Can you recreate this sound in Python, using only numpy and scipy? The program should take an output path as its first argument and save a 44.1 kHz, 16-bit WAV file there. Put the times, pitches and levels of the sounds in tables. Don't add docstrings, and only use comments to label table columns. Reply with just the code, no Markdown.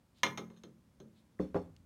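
import sys
import numpy as np
from scipy import signal
from scipy.fft import rfft, irfft, next_fast_len
from scipy.io import wavfile

SR = 44100
rng = np.random.default_rng(int(sys.argv[2]) if len(sys.argv) > 2 else 0)


def bounce(signal):
    frames = np.transpose(np.atleast_2d(signal))
    limited = np.clip(frames, -1, 1)
    pcm = np.round(limited * 32767).astype(np.int16)
    wavfile.write(sys.argv[1], SR, pcm)


N = 81585
T = np.arange(N) / SR

# (middle t/s, width/s, level/dB)
HAND_RUBS = [(0.189, 0.022, -71), (1.185, 0.023, -76)]
# (t/s, level/dB, centre f/Hz, width/octaves)
DRY_TICKS = [(0.1852, -75, 4500, 0.98), (1.3914, -56, 1670, 0.24), (1.544, -54.5, 1080, 0.81),
             (1.7643, -67, 3420, .65)]
# (t/s, plate ring level/dB, cup ring level/dB, clack level/dB, crack level/dB,
# brightness/dB per octave, hob thud level/dB, how many times faster the grip makes the rings fade)
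CUP_HITS = [(0.2325, -26.5, -33.5, -28.5, -31.5, -1.5, -34, 1.2),
            (0.2655, -61, -41, -50.5, -40.5, -8, -58, 2.8), (0.3745, -53, -48.5, -45.5, -48, -2, -46, 1.55),
            (0.3792, -51, -48, -44.5, -59.5, -2.5, -40.5, 1.4),
            (0.5011, -74.5, -67, -71.5, -70, -6.5, -54, 1.4),
            (0.6356, -72, -63.5, -59, -62.5, -1, -47.5, 1.9),
            (1.001, -76, -70, -66.5, -69, -0.5, -47, 1.44)]
# (middle t/s, width/s, level/dB)
CUP_GRINDS = [(.538, 0.0092, -75.5), (0.575, 0.0094, -70)]
# (t/s, ring level/dB, thump level/dB, treble cut-off f/Hz, rattle level/dB)
COUNTER_HITS = [(1.3953, -27, -28.5, 476, -59), (1.3999, -33.5, -30, 460, -59.5),
                (1.409, -37, -39.5, 540, -64.5), (1.5453, -29.5, -33.5, 1170, -62),
                (1.5531, -34.5, -28, 894, -61.5), (1.5632, -35.5, -33, 882, -61)]

PLATE_TONES = [(1032, 2, 0.16), (1108, -5, 0.14), (1223, -4, .17), (1327, -4.5, 0.09), (1463, -8.5, .14),
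               (1764, 1.5, .08), (1944, 4.5, .08), (2128, 9, 0.13), (2360, -1, 0.12), (2832, -4, 0.12),
               (3024, -2.5, .09), (3207, -3.5, 0.04), (3379, 2.5, 0.043), (3475, -4, 0.2)]
CUP_TONES = [(3662, -3, 0.07), (4123, -3.5, 0.19), (4144, -6, .1), (5224, -8.5, 0.071), (5360, -8.5, .09),
             (6070, -4.5, .08), (6310, 3, .045), (6570, 0.5, .055), (8180, -12, 0.048), (9566, -18, 0.033),
             (11300, -20.5, .09), (12410, -20.5, .07), (12700, -17, .07), (15170, -18.5, .07)]
HOB_TONES = [(100, -13, .6), (135.6, -5.5, .8), (176.6, -6, 1), (219.1, 0.5, 0.69), (330, -3, 0.51),
             (414, -4, .1), (483.6, -9, .2), (596, -3, 0.11), (803, -12.5, .2)]
COUNTER_TONES = [(62, -14, .16), (84.9, -2, 0.14), (149.5, -9, 0.16), (182, 1.5, 0.21), (259.3, -8.5, 0.45),
                 (296.3, -6.5, 0.25), (385.6, -6.5, 0.17), (420.1, 6, 0.1), (495.3, 1, 0.073),
                 (527.2, 0.5, 0.21), (709, -9.5, 0.21), (850, -11.5, 0.12), (995, -9.5, 0.11),
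                 (1133, -8, 0.17)]
RATTLE_TONES = [(3440, -12, 0.16), (3520, 1.5, 0.039), (4340, 1.5, 0.039), (4490, -7, 0.062),
                (5370, 0.5, 0.04), (6500, -13, 0.049), (8700, -3, 0.016), (11700, -8, 0.027)]

# (f/Hz, relative level/dB)
RUMBLE_SPECTRUM = [(15, -35), (25, -11), (59, -2), (198, -3), (227, -0.5), (410, -17.5), (552, -15.5),
                   (741, -22), (848, -20.5), (1020, -21.5), (1750, -27), (2850, -30), (9050, -34.5),
                   (15500, -40)]
RUB_SPECTRUM = [(800, -19), (2500, -5), (3900, 3), (5500, -10.5), (8000, -14.5), (15000, -25)]
CLACK_SPECTRUM = [(300, -26), (750, 1), (1050, 3.5), (1900, -3.5), (2600, -8), (3400, 2.5), (4150, -3),
                  (4650, -20), (5400, -11.5), (6400, -4.5), (7300, -24.5), (10000, -21.5), (15500, -36.5)]
CRACK_SPECTRUM = [(500, -19.5), (1800, -1.5), (3500, 2), (4700, -8), (5500, -0.5), (6400, 4.5),
                  (7200, -14.5), (10000, -22.5), (15500, -24)]
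HOB_THUD_SPECTRUM = [(40, -27), (90, -24.5), (150, -4), (350, 3.5), (560, -3), (800, -29.5), (1300, -20),
                     (2500, -49.5)]
COUNTER_THUMP_SPECTRUM = [(30, -28), (70, -12.5), (120, -5.5), (180, -1.5), (500, 3.5), (750, -3.5),
                          (1100, -8.5), (1600, -11), (3000, -15.5), (6000, -17), (15000, -15)]
RATTLE_FIZZ_SPECTRUM = [(1000, 15), (2200, 12), (4200, 1.5), (5000, -14), (6000, 4), (9000, -7.5),
                        (15000, -14)]

# (f/Hz, t60/s)
ECHO_DECAY = [(100, 1), (300, 0.23), (1000, 0.32), (3000, 0.18), (6500, 0.18), (14000, 0.42)]

RUMBLE_DB, RUMBLE_WAVER_DB = -67.5, 0.5
TONE_SCATTER_DB = 1.0
CUP_ECHO_DB, COUNTER_ECHO_DB, ECHO_RISE_S = -7.5, -10.5, 0.0065
GRINDS_PER_S, RATTLES_PER_S = 1000, 180
LOW_CUT_HZ, HIGH_CUT_HZ = 45, 15900


def amp(db):
    return 10 ** (np.asarray(db) / 20)


def look_up(table, hz):
    rows = np.array(table)
    return np.interp(np.log(np.maximum(hz, 1)), np.log(rows[:, 0]), rows[:, 1])


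def noise(spectrum):
    size = next_fast_len(N)
    hz = np.arange(size // 2 + 1) * SR / size
    x = irfft(rfft(rng.standard_normal(size)) * amp(look_up(spectrum, hz)), size)[:N]
    return x / x.std()


def equalise(x, gain_at):
    size = 2 * N
    hz = np.arange(N + 1) * SR / size + 1
    cepstrum = irfft(np.log(gain_at(hz) + 1e-9))
    cepstrum[1:N] *= 2
    cepstrum[N + 1:] = 0
    return irfft(rfft(x, size) * np.exp(rfft(cepstrum)))[:N]


def normalise(x):
    return x * np.sqrt(SR / 100 / np.sum(x ** 2))


def swell(middle_s, width_s):
    return np.exp(-.5 * ((T - middle_s) / width_s) ** 2)


def fade(t60, rise):
    return np.exp(-np.log(1000) * T / t60) * (1 - np.exp(-T / rise))


def at(start_s, x):
    return np.concatenate([np.zeros(int(start_s * SR)), x])[:N]


def ring(tones, rise, damping=1):
    scatter_db = TONE_SCATTER_DB * rng.standard_normal(len(tones))
    out = 0
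    for k, (hz, db, t60) in enumerate(tones):
        wave = (-1) ** k * np.sin(2 * np.pi * hz * T)
        out += amp(db + scatter_db[k]) * wave * fade(t60 / damping, rise)
    return normalise(out)


def burst(spectrum, t60, rise):
    return normalise(noise(spectrum) * fade(t60, rise))


def chatter(per_s):
    touches = rng.random(N) < per_s / SR
    return touches * rng.standard_normal(N) * np.sqrt(100 / per_s)


def room_rumble():
    steps = np.arange(0, N + SR // 8, SR // 8)
    rumble = noise(RUMBLE_SPECTRUM)
    waver = np.interp(np.arange(N), steps, rng.standard_normal(len(steps)))
    return rumble * amp(RUMBLE_DB + RUMBLE_WAVER_DB * waver)


def rubs_and_ticks():
    out = sum(amp(db) * swell(middle_s, width_s) for middle_s, width_s, db in HAND_RUBS)
    out *= noise(RUB_SPECTRUM)
    for start_s, db, centre_hz, octaves in DRY_TICKS:
        snap = rng.standard_normal(N) * fade(t60=0.01, rise=.0002)
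        tick = equalise(snap, lambda hz: amp(-38.5) + np.exp(-.5 * (np.log2(hz / centre_hz) / octaves) ** 2))
        out += at(start_s, amp(db) * normalise(tick))
    return out


def cup_clinks():
    out = 0
    for start_s, plate_db, cup_db, clack_db, crack_db, brightness, thud_db, damping in CUP_HITS:
        clack = amp(clack_db) * burst(CLACK_SPECTRUM, t60=.08, rise=0.00054)
        crack = amp(crack_db) * burst(CRACK_SPECTRUM, t60=0.015, rise=0.00034)
        plate = amp(plate_db) * ring(PLATE_TONES, rise=0.0011, damping=damping)
        cup = amp(cup_db) * ring(CUP_TONES, rise=0.00017, damping=damping)
        clink = equalise(plate + cup + clack + crack,
                         lambda hz: amp(brightness * np.log2(np.clip(hz, 700, 8000) / 2500)))
        thud = ring(HOB_TONES, rise=.002) + amp(1.5) * burst(HOB_THUD_SPECTRUM, t60=0.25, rise=.002)
        out += at(start_s, clink + amp(thud_db) * normalise(thud))
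    return out


def kitchen_echo(sound):
    white = rfft(rng.standard_normal(N))
    hz = np.arange(N // 2 + 1) * SR / N + 1
    tail = 0
    for centre_hz in 32 * 2. ** np.arange(10):
        band = irfft(white * np.maximum(1 - abs(np.log2(hz / centre_hz)), 0), N)
        tail += band * fade(look_up(ECHO_DECAY, centre_hz), ECHO_RISE_S)
    tail /= np.sqrt(np.sum(tail ** 2))
    return signal.fftconvolve(sound, tail)[:N]


def cup_grinding():
    pressure = sum(amp(db) * swell(middle_s, width_s) for middle_s, width_s, db in CUP_GRINDS)
    one_touch = ring(CUP_TONES, rise=.0004) + amp(4.5) * burst(CLACK_SPECTRUM, t60=0.02, rise=0.00057)
    return signal.fftconvolve(pressure * chatter(GRINDS_PER_S), normalise(one_touch))[:N]


def counter_knocks():
    out = 0
    for start_s, ring_db, thump_db, cutoff_hz, rattle_db in COUNTER_HITS:
        board = amp(ring_db) * ring(COUNTER_TONES, rise=0.0013)
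        thump = amp(thump_db) * burst(COUNTER_THUMP_SPECTRUM, t60=0.097, rise=0.00097)
        knock = equalise(board + thump, lambda hz: 1 / np.hypot(1, (hz / cutoff_hz) ** 2))
        out += at(start_s, knock + amp(rattle_db) * rattle())
    return out


def rattle():
    taps = chatter(RATTLES_PER_S) * fade(t60=.22, rise=0.0039)
    ringing = signal.fftconvolve(taps, ring(RATTLE_TONES, rise=.0003))[:N]
    fizz = burst(RATTLE_FIZZ_SPECTRUM, t60=0.37, rise=0.002)
    return normalise(normalise(ringing) + 2 * fizz)


def scene():
    cup = cup_clinks() + cup_grinding()
    counter = counter_knocks()
    echo = kitchen_echo(amp(CUP_ECHO_DB) * cup + amp(COUNTER_ECHO_DB) * counter)
    return (cup + counter + echo + rubs_and_ticks() + room_rumble())[None]


def record(dry):
    bass_cut = signal.butter(3, LOW_CUT_HZ, "high", fs=SR, output="sos")
    treble_cut = signal.ellip(10, .2, 70, HIGH_CUT_HZ, fs=SR, output="sos")
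    return signal.sosfilt(treble_cut, signal.sosfilt(bass_cut, dry))


dry = scene()
out = record(dry)
bounce(out)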